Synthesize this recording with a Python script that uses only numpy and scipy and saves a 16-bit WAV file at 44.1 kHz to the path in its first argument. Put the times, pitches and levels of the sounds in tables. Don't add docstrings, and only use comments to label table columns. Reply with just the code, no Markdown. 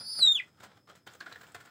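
import sys
import numpy as np
from scipy import signal
from scipy.fft import rfft, irfft
from scipy.io import wavfile
from scipy.ndimage import uniform_filter1d

SR = 44100
rng = np.random.default_rng(int(sys.argv[2]) if len(sys.argv) > 2 else 0)


def digitize_waveform(pressure):
    field = np.atleast_2d(pressure).T
    bounded = np.clip(field, -1, 1)
    quanta = np.round(bounded * 32767).astype(np.int16)
    wavfile.write(sys.argv[1], SR, quanta)


def natural_amplitude(level_db):
    exponent = np.asarray(level_db, float) / 20
    return 10 ** exponent


N = 74970
TOP_HZ = 15650


def unit(x):
    return x / np.sqrt(np.mean(x ** 2))


def read(table, t, column=1):
    points = np.array(table)
    return np.interp(t, points[:, 0], points[:, column])


def band(x, hz, width):
    return signal.lfilter(*signal.iirpeak(hz, hz / width, fs=SR), x)


def colour(x, table):
    hz, db = np.array(table).T
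    f = np.maximum(np.arange(N // 2 + 1) * SR / N, 1)
    return irfft(rfft(x) * natural_amplitude(np.interp(np.log(f), np.log(hz), db)), N)


def walk(rate):
    k = int(SR / rate)
    return unit(uniform_filter1d(uniform_filter1d(rng.standard_normal(N), k), k))


def phase_of(hz):
    return 2 * np.pi * np.cumsum(hz) / SR


def soft_switch(t, at, length):
    return 0.5 + 0.5 * np.tanh((t - at) / length)


def contacts(size):
    chance, luck = rng.random((size, 2)).T
    grains_per_s, spread_db = 10000, 2.0
    hits = (chance < grains_per_s / SR) * natural_amplitude(-spread_db * np.log(1 - luck))
    return unit(hits * rng.standard_normal(size))


WOBBLE, SHIMMER_DB = 0.0011, 1.17
CRACK_S = 0.4065


def cry(t):
    low_hz, low_db = lower_path(t)
    up_hz, up_db, paired = upper_path(t)
    low, up = phase_of(low_hz), phase_of(up_hz)
    out = natural_amplitude(low_db) * (lower_tone(t, low) + overtones(t, low_hz, low))
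    out = out + natural_amplitude(up_db) * np.sin(up) * paired
    out = out + mixed_tones(t, up_hz, up_db, up, low_hz, low_db, low) * paired
    return np.sqrt(2) * out


# (t/s, f/Hz, level/dB)
LOWER_PAIRED = [(0, 4515, -54.5), (.032, 4520, -55.5), (0.064, 4498, -45), (0.115, 4664, -42),
                (.14, 4494, -41.5), (0.175, 4585, -41), (0.191, 4510, -37.5), (0.201, 4446, -33.5),
                (.212, 4165, -28)]
# (t/s, f/Hz)
FALL_PITCH = [(0.231, 3926), (0.267, 3814), (0.284, 3655), (0.308, 3693), (0.34, 3560), (.36, 3407),
              (.382, 2770), (0.399, 2380), (.401, 2002)]
# (t/s, level/dB)
FALL_LEVEL = [
    (.228, -19),
    (.262, -19.5),
    (.276, -17),
    (0.29, -23),
    (0.324, -18.5),
    (0.341, -25.5),
    (0.353, -20),
    (0.381, -35),
    (0.405, -32),
    (0.411, -46.5),
]


def lower_path(t):
    paired_s, paired_hz, paired_db = np.array(LOWER_PAIRED).T
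    hz = read(list(zip(paired_s, paired_hz)) + FALL_PITCH, t) * (1 + WOBBLE * walk(140))
    hz = hz * (1 + 0.035 * walk(220) * (t > CRACK_S))
    db = read(list(zip(paired_s, paired_db)) + FALL_LEVEL, t) + SHIMMER_DB * walk(150)
    return hz, db - 3000 * np.maximum(t - FALL_LEVEL[-1][0], 0)


# (t/s, f/Hz, level/dB)
UPPER = [(0, 4955, -43.5), (.024, 4920, -46), (.066, 4940, -47), (.108, 4985, -39.5), (.124, 5050, -42.5),
         (.166, 4987, -40), (.19, 4915, -37), (.205, 4714, -33.5), (.214, 4600, -63)]


def upper_path(t):
    hz = read(UPPER, t) * (1 + WOBBLE * walk(120))
    db = read(UPPER, t, column=2) + SHIMMER_DB * walk(150)
    return hz, db, t < UPPER[-1][0]


# (t/s, half width/s)
NULLS = [
    (0.2695, 0.0021),
    (.341, 0.022),
    (0.384, 0.0018),
]


def lower_tone(t, low):
    rasp = natural_amplitude(-48.5) + natural_amplitude(-6) * soft_switch(t, CRACK_S, 0.0054)
    tone = np.sin(low) + rasp * (walk(1200) * np.sin(low) + walk(1200) * np.cos(low))
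    for at, width in NULLS:
        tone = tone * np.tanh((t - at) / width)
    return tone


# (f/Hz, level/dB)
THROAT = [(3500, 1.5), (5350, -1), (6000, -4.5), (8500, -5), (10400, 6), (11300, -4), (14600, -1.5),
          (15200, -19)]
MULTIPLES = [2, 3, 4]
# (level/dB while paired, level/dB alone)
OVERTONES = [(-11, -19.5), (-32.5, -40), (-47.5, -35.5)]


def overtones(t, low_hz, low):
    alone = soft_switch(t, 0.22, 0.023)
    shut_db = -0.009 * np.maximum(3620 - low_hz, 0)
    out = 0
    for k, (paired_db, alone_db) in zip(MULTIPLES, OVERTONES):
        db = paired_db + (alone_db - paired_db) * alone + (k - 1) * shut_db
        db = db + read(THROAT, k * low_hz) + 3.7 * walk(130)
        out = out + natural_amplitude(db) * np.sin(k * low + 0.4 * walk(400)) * (k * low_hz < TOP_HZ)
    return out


MIXES = [(2, -1), (3, -2), (-1, 2), (-2, 3), (2, 0), (1, 1), (3, -1), (4, -2), (-1, 3), (3, 0), (2, 1),
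         (1, 2), (4, -1), (-1, 4)]
MIX_DB = [-10.5, -17.5, -17, -29.5, -15, -18, -18, -24.5, -24, -29.5, -23, -25, -38, -29]


def mixed_tones(t, up_hz, up_db, up, low_hz, low_db, low):
    out = 0
    for (m, n), mix_db in zip(MIXES, MIX_DB):
        both_db = (abs(m) * up_db + abs(n) * np.minimum(low_db, -36)) / (abs(m) + abs(n))
        db = both_db + mix_db + read(THROAT, m * up_hz + n * low_hz) + 2.5 * walk(90)
        db = db + 34 * t * min(n, 0)
        out = out + natural_amplitude(db) * np.sin(m * up + n * low + 0.57 * walk(300))
    return out


def boards(x, body, shift):
    x = signal.lfilter(*signal.butter(2, 4500, fs=SR), x)
    return sum(natural_amplitude(db) * band(x, hz * k, width) for (hz, width, db), k in zip(body, shift))


WOOD_DB, GRIT_DB = 12, 21.5
# (t/s, peak level/dB, rise/s, fade by 60 dB/s, grit
# level/dB)
FLOOR_BUMPS = [(0.001, -40, 0.0099, 0.083, -19.5), (0.039, -55, 0.0073, 0.23, -17),
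               (0.088, -56.5, 0.0059, 0.19, -9), (0.144, -48.5, 0.0075, 0.092, -10),
               (0.188, -39.5, 0.0028, 0.14, -18), (0.224, -44.5, 0.008, 0.12, -10.5),
               (0.242, -42, 0.0072, 0.085, -17.5), (0.261, -40, 0.009, 0.1, -16.5),
               (0.277, -52.5, 0.0088, 0.13, -19.5), (0.309, -52, 0.008, 0.18, -23.5),
               (0.359, -54, 0.008, 0.4, -3),
               (0.476, -61.5, 0.0073, 0.093, -4.5), (0.567, -57, 0.014, 0.16, -29),
        (0.598, -45.5, 0.008, 0.13, -10), (0.617, -51.5, 0.0097, 0.18, -16),
        (0.629, -42.5, 0.011, 0.17, -7.5), (0.682, -59, 0.01, 0.41, -46), (0.709, -55.5, 0.0096, 0.12, -27),
        (0.765, -56.5, 0.008, 0.15, -12), (0.871, -49, 0.0072, 0.17, -20.5),
        (0.886, -44, 0.012, 0.19, -17.5), (0.95, -56, 0.0052, 0.2, -1.5), (1.062, -37, 0.014, 0.12, -14.5),
        (1.099, -54.5, 0.022, 0.32, -7.5), (1.129, -48.5, 0.01, 0.09, -16), (1.147, -63, 0.0055, 0.08, 5.5)]
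LAST = [(1.206, -32, 0.0027, 0.12, -26), (1.257, -33.5, 0.0088, 0.09, -23), (1.291, -44, 0.0054, 0.24, -23),
        (1.31, -43.5, 0.0087, 0.096, -28), (1.321, -37, 0.005, 0.063, -16),
        (1.355, -40.5, 0.0062, 0.053, -14.5), (1.408, -40, 0.0083, 0.056, -9.5),
        (1.431, -42.5, 0.0044, 0.083, -19), (1.465, -53, 0.013, 0.15, -7), (1.518, -60.5, 0.0032, 0.032, 4),
        (1.5454, -31.5, 0.0019, 0.11, -16), (1.6, -46, 0.0046, 0.16, -10.5),
        (1.651, -47.5, 0.0056, 0.1, -8.5), (1.667, -48, 0.0086, 0.14, -33)]
# (f/Hz, width/Hz, level/dB)
BOARDS = [(151, 110, -3.5), (465, 380, -7), (717, 257, -7), (1050, 510, -12.5), (1300, 180, -2),
          (3200, 350, -9), (4630, 440, -28.5)]
# (f/Hz, width/Hz, level/dB)
SLATS = [(462, 90, -6), (704, 140, -3.5), (1077, 120, -2.5), (1430, 174, 1.5), (1649, 143, -2.5),
         (3200, 670, -16.5), (3840, 88, -36)]
# (f/Hz, level/dB per Hz)
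GRIT = [(300, -14.5), (1500, -3), (4000, -11), (6000, -13.5), (7700, -7), (9500, -19.5), (12500, -21.5),
        (15500, -16)]


def bumps(t):
    size = SR // 4
    u = t[:size]
    knock, scratch = contacts(N + size), contacts(N + size)
    wood, grit = np.zeros(N + size), np.zeros(N + size)
    moves = [(row, BOARDS, 0.069) for row in FLOOR_BUMPS] + [(row, SLATS, 0.024) for row in LAST]
    for (at, db, rise, t60, grit_db), body, spread in moves:
        rise, t60 = max(rise, 0.001), max(t60, 0.02)
        start = int(at * SR)
        here = slice(start, start + size)
        push = natural_amplitude(db - 8) * np.minimum(u / rise, 1) * natural_amplitude(-60 * np.maximum(u - rise, 0) / t60)
        shift = 1 + spread * rng.standard_normal(len(body))
        wood[here] += boards(push * knock[here], body, shift)
        grit[here] += natural_amplitude(grit_db) * push * natural_amplitude(-40 * u / t60) * scratch[here]
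    return natural_amplitude(WOOD_DB) * wood[:N] + natural_amplitude(GRIT_DB) * colour(grit[:N], GRIT)


# (t/s, level/dB)
SHUFFLE = [(0.0, -60.5), (0.07, -69), (0.198, -59), (0.274, -56), (0.392, -68), (0.714, -70), (0.786, -72),
           (.82, -75), (.86, -82.5), (0.898, -68), (0.99, -74.5), (1.04, -83), (1.168, -70), (1.258, -63),
           (1.7, -62)]


def shuffle(t):
    drag = natural_amplitude(read(SHUFFLE, t) + 2.1 * walk(31))
    wood = boards(drag * contacts(N), BOARDS, np.ones(len(BOARDS)))
    grit = colour(natural_amplitude(-15.5) * drag * contacts(N), GRIT)
    thud = natural_amplitude(-4.5) * drag * unit(band(rng.standard_normal(N), 132, 119.5))
    return natural_amplitude(WOOD_DB) * wood + natural_amplitude(GRIT_DB) * grit + thud


def blows(t, table, rise):
    out = 0
    for at, hz, db in table:
        u = np.maximum(t - at, 0)
        swell = np.e * u / rise * np.exp(-u / rise)
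        out = out + natural_amplitude(db) * swell * np.sin(2 * np.pi * hz * u * (1 + 0.01 * walk(230)))
    return out


# (t/s, f/Hz, level/dB)
KNOCKS = [(.602, 1300, -66), (1.15, 475, -49.5), (1.272, 720, -46.5), (.874, 1250, -59), (1.065, 1485, -64),
          (1.2039, 1456, -46), (1.265, 1476, -36), (1.322, 1620, -60), (1.358, 1750, -39.5),
          (1.411, 1500, -45), (1.4318, 1464, -51.5), (1.5465, 1540, -45), (1.547, 780, -49.5),
          (1.61, 1400, -46.5)]


def knocks(t):
    return blows(t, KNOCKS, rise=0.0019)


# (t/s, f/Hz, level/dB)
THUMPS = [
    (0.251, 155, -56.5),
    (0.674, 191.5, -57),
    (0.969, 172.6, -62.5),
    (1.216, 177, -62.5),
    (1.31, 87, -76),
    (1.556, 97, -52),
]


def thumps(t):
    return blows(t, THUMPS, rise=0.005)


# (t/s, f/Hz, level/dB)
CLAWS = [(1.2, 7013, -60), (1.1, 4960, -59.5), (1.137, 4020, -60), (1.074, 3200, -43), (1.136, 6650, -55.5),
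         (1.205, 4200, -42), (1.545, 7500, -52), (0.262, 6000, -48), (.264, 9500, -53), (0.242, 10300, -60),
         (.715, 3600, -62), (.9, 3200, -58), (1.325, 4000, -45), (1.468, 2600, -53), (1.52, 7800, -58),
         (1.61, 7640, -59)]


def claws(t):
    scratch, out = contacts(N), 0
    for at, hz, db in CLAWS:
        fade = (t > at) * natural_amplitude(-60 * np.maximum(t - at, 0) / 0.032)
        out = out + natural_amplitude(db + 13) * band(scratch * fade, hz, 0.096 * hz)
    return out


def high_hiss(t):
    start_s, hz, width_hz = 1.065, 15070, 1500
    hiss = band(band(contacts(N), hz, width_hz), hz, width_hz)
    return natural_amplitude(-79.5 + 4 * walk(25)) * unit(hiss) * (t > start_s)


CRICKET_HZ = [5040, 5225]
# (pitch wobble as a fraction, level/dB, throbs per s)
CRICKETS = [(0.0044, -81, 70), (0.0013, -79.5, 36)]


def crickets(t):
    swell_db = 0 * np.exp(-((t - 0.54) / 0.096) ** 2)
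    out = 0
    for hz, (wobble, db, rate) in zip(CRICKET_HZ, CRICKETS):
        throb = 0.6 + 0.34 * np.sin(2 * np.pi * rate * t + 2.3 * walk(7.3))
        tone = np.sin(phase_of(hz * (1 + wobble * walk(60))))
        out = out + natural_amplitude(db + 5.5 + 1.5 * walk(8) + swell_db) * throb * tone
    return out


# (f/Hz, level/dB per Hz)
AIR = [(30, -28.5), (90, 0.5), (300, -10), (1500, -29), (2500, -38.5), (8000, -35), (11800, -39.5),
       (16000, -35.5)]


def outdoor_hum():
    return natural_amplitude(-68 + 0.51 * walk(2.6)) * unit(colour(rng.standard_normal(N), AIR))


def cage_echo(near):
    u = np.arange(SR // 2) / SR
    tail = rng.standard_normal(len(u)) * natural_amplitude(-60 * u / 0.15)
    tail = tail * (u > 0.0084)
    tail = signal.lfilter(*signal.butter(1, 5900, fs=SR), tail)
    return natural_amplitude(-18) * signal.fftconvolve(near, tail / np.sqrt(np.sum(tail ** 2)))[:N]


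# (delay t/s, level/dB)
WALL_ECHOES = [
    (.0095, -25),
    (.0198, -16),
]


def scene():
    t = np.arange(N) / SR
    near = cry(t) + bumps(t) + shuffle(t) + knocks(t) + thumps(t) + claws(t) + high_hiss(t)
    near = near + sum(natural_amplitude(db) * np.pad(near, (int(lag * SR), 0))[:N] for lag, db in WALL_ECHOES)
    return (near + cage_echo(near) + crickets(t) + outdoor_hum())[None]


def low_pass(x):
    return signal.sosfilt(signal.butter(12, 16380, fs=SR, output="sos"), x)


def record(dry):
    mix = signal.sosfilt(signal.butter(3, 87.4, "high", fs=SR, output="sos"), dry)
    mix = signal.sosfilt(signal.ellip(8, 0.2, 70, TOP_HZ, fs=SR, output="sos"), mix)
    return low_pass(mix)


dry = scene()
out = record(dry)
digitize_waveform(out)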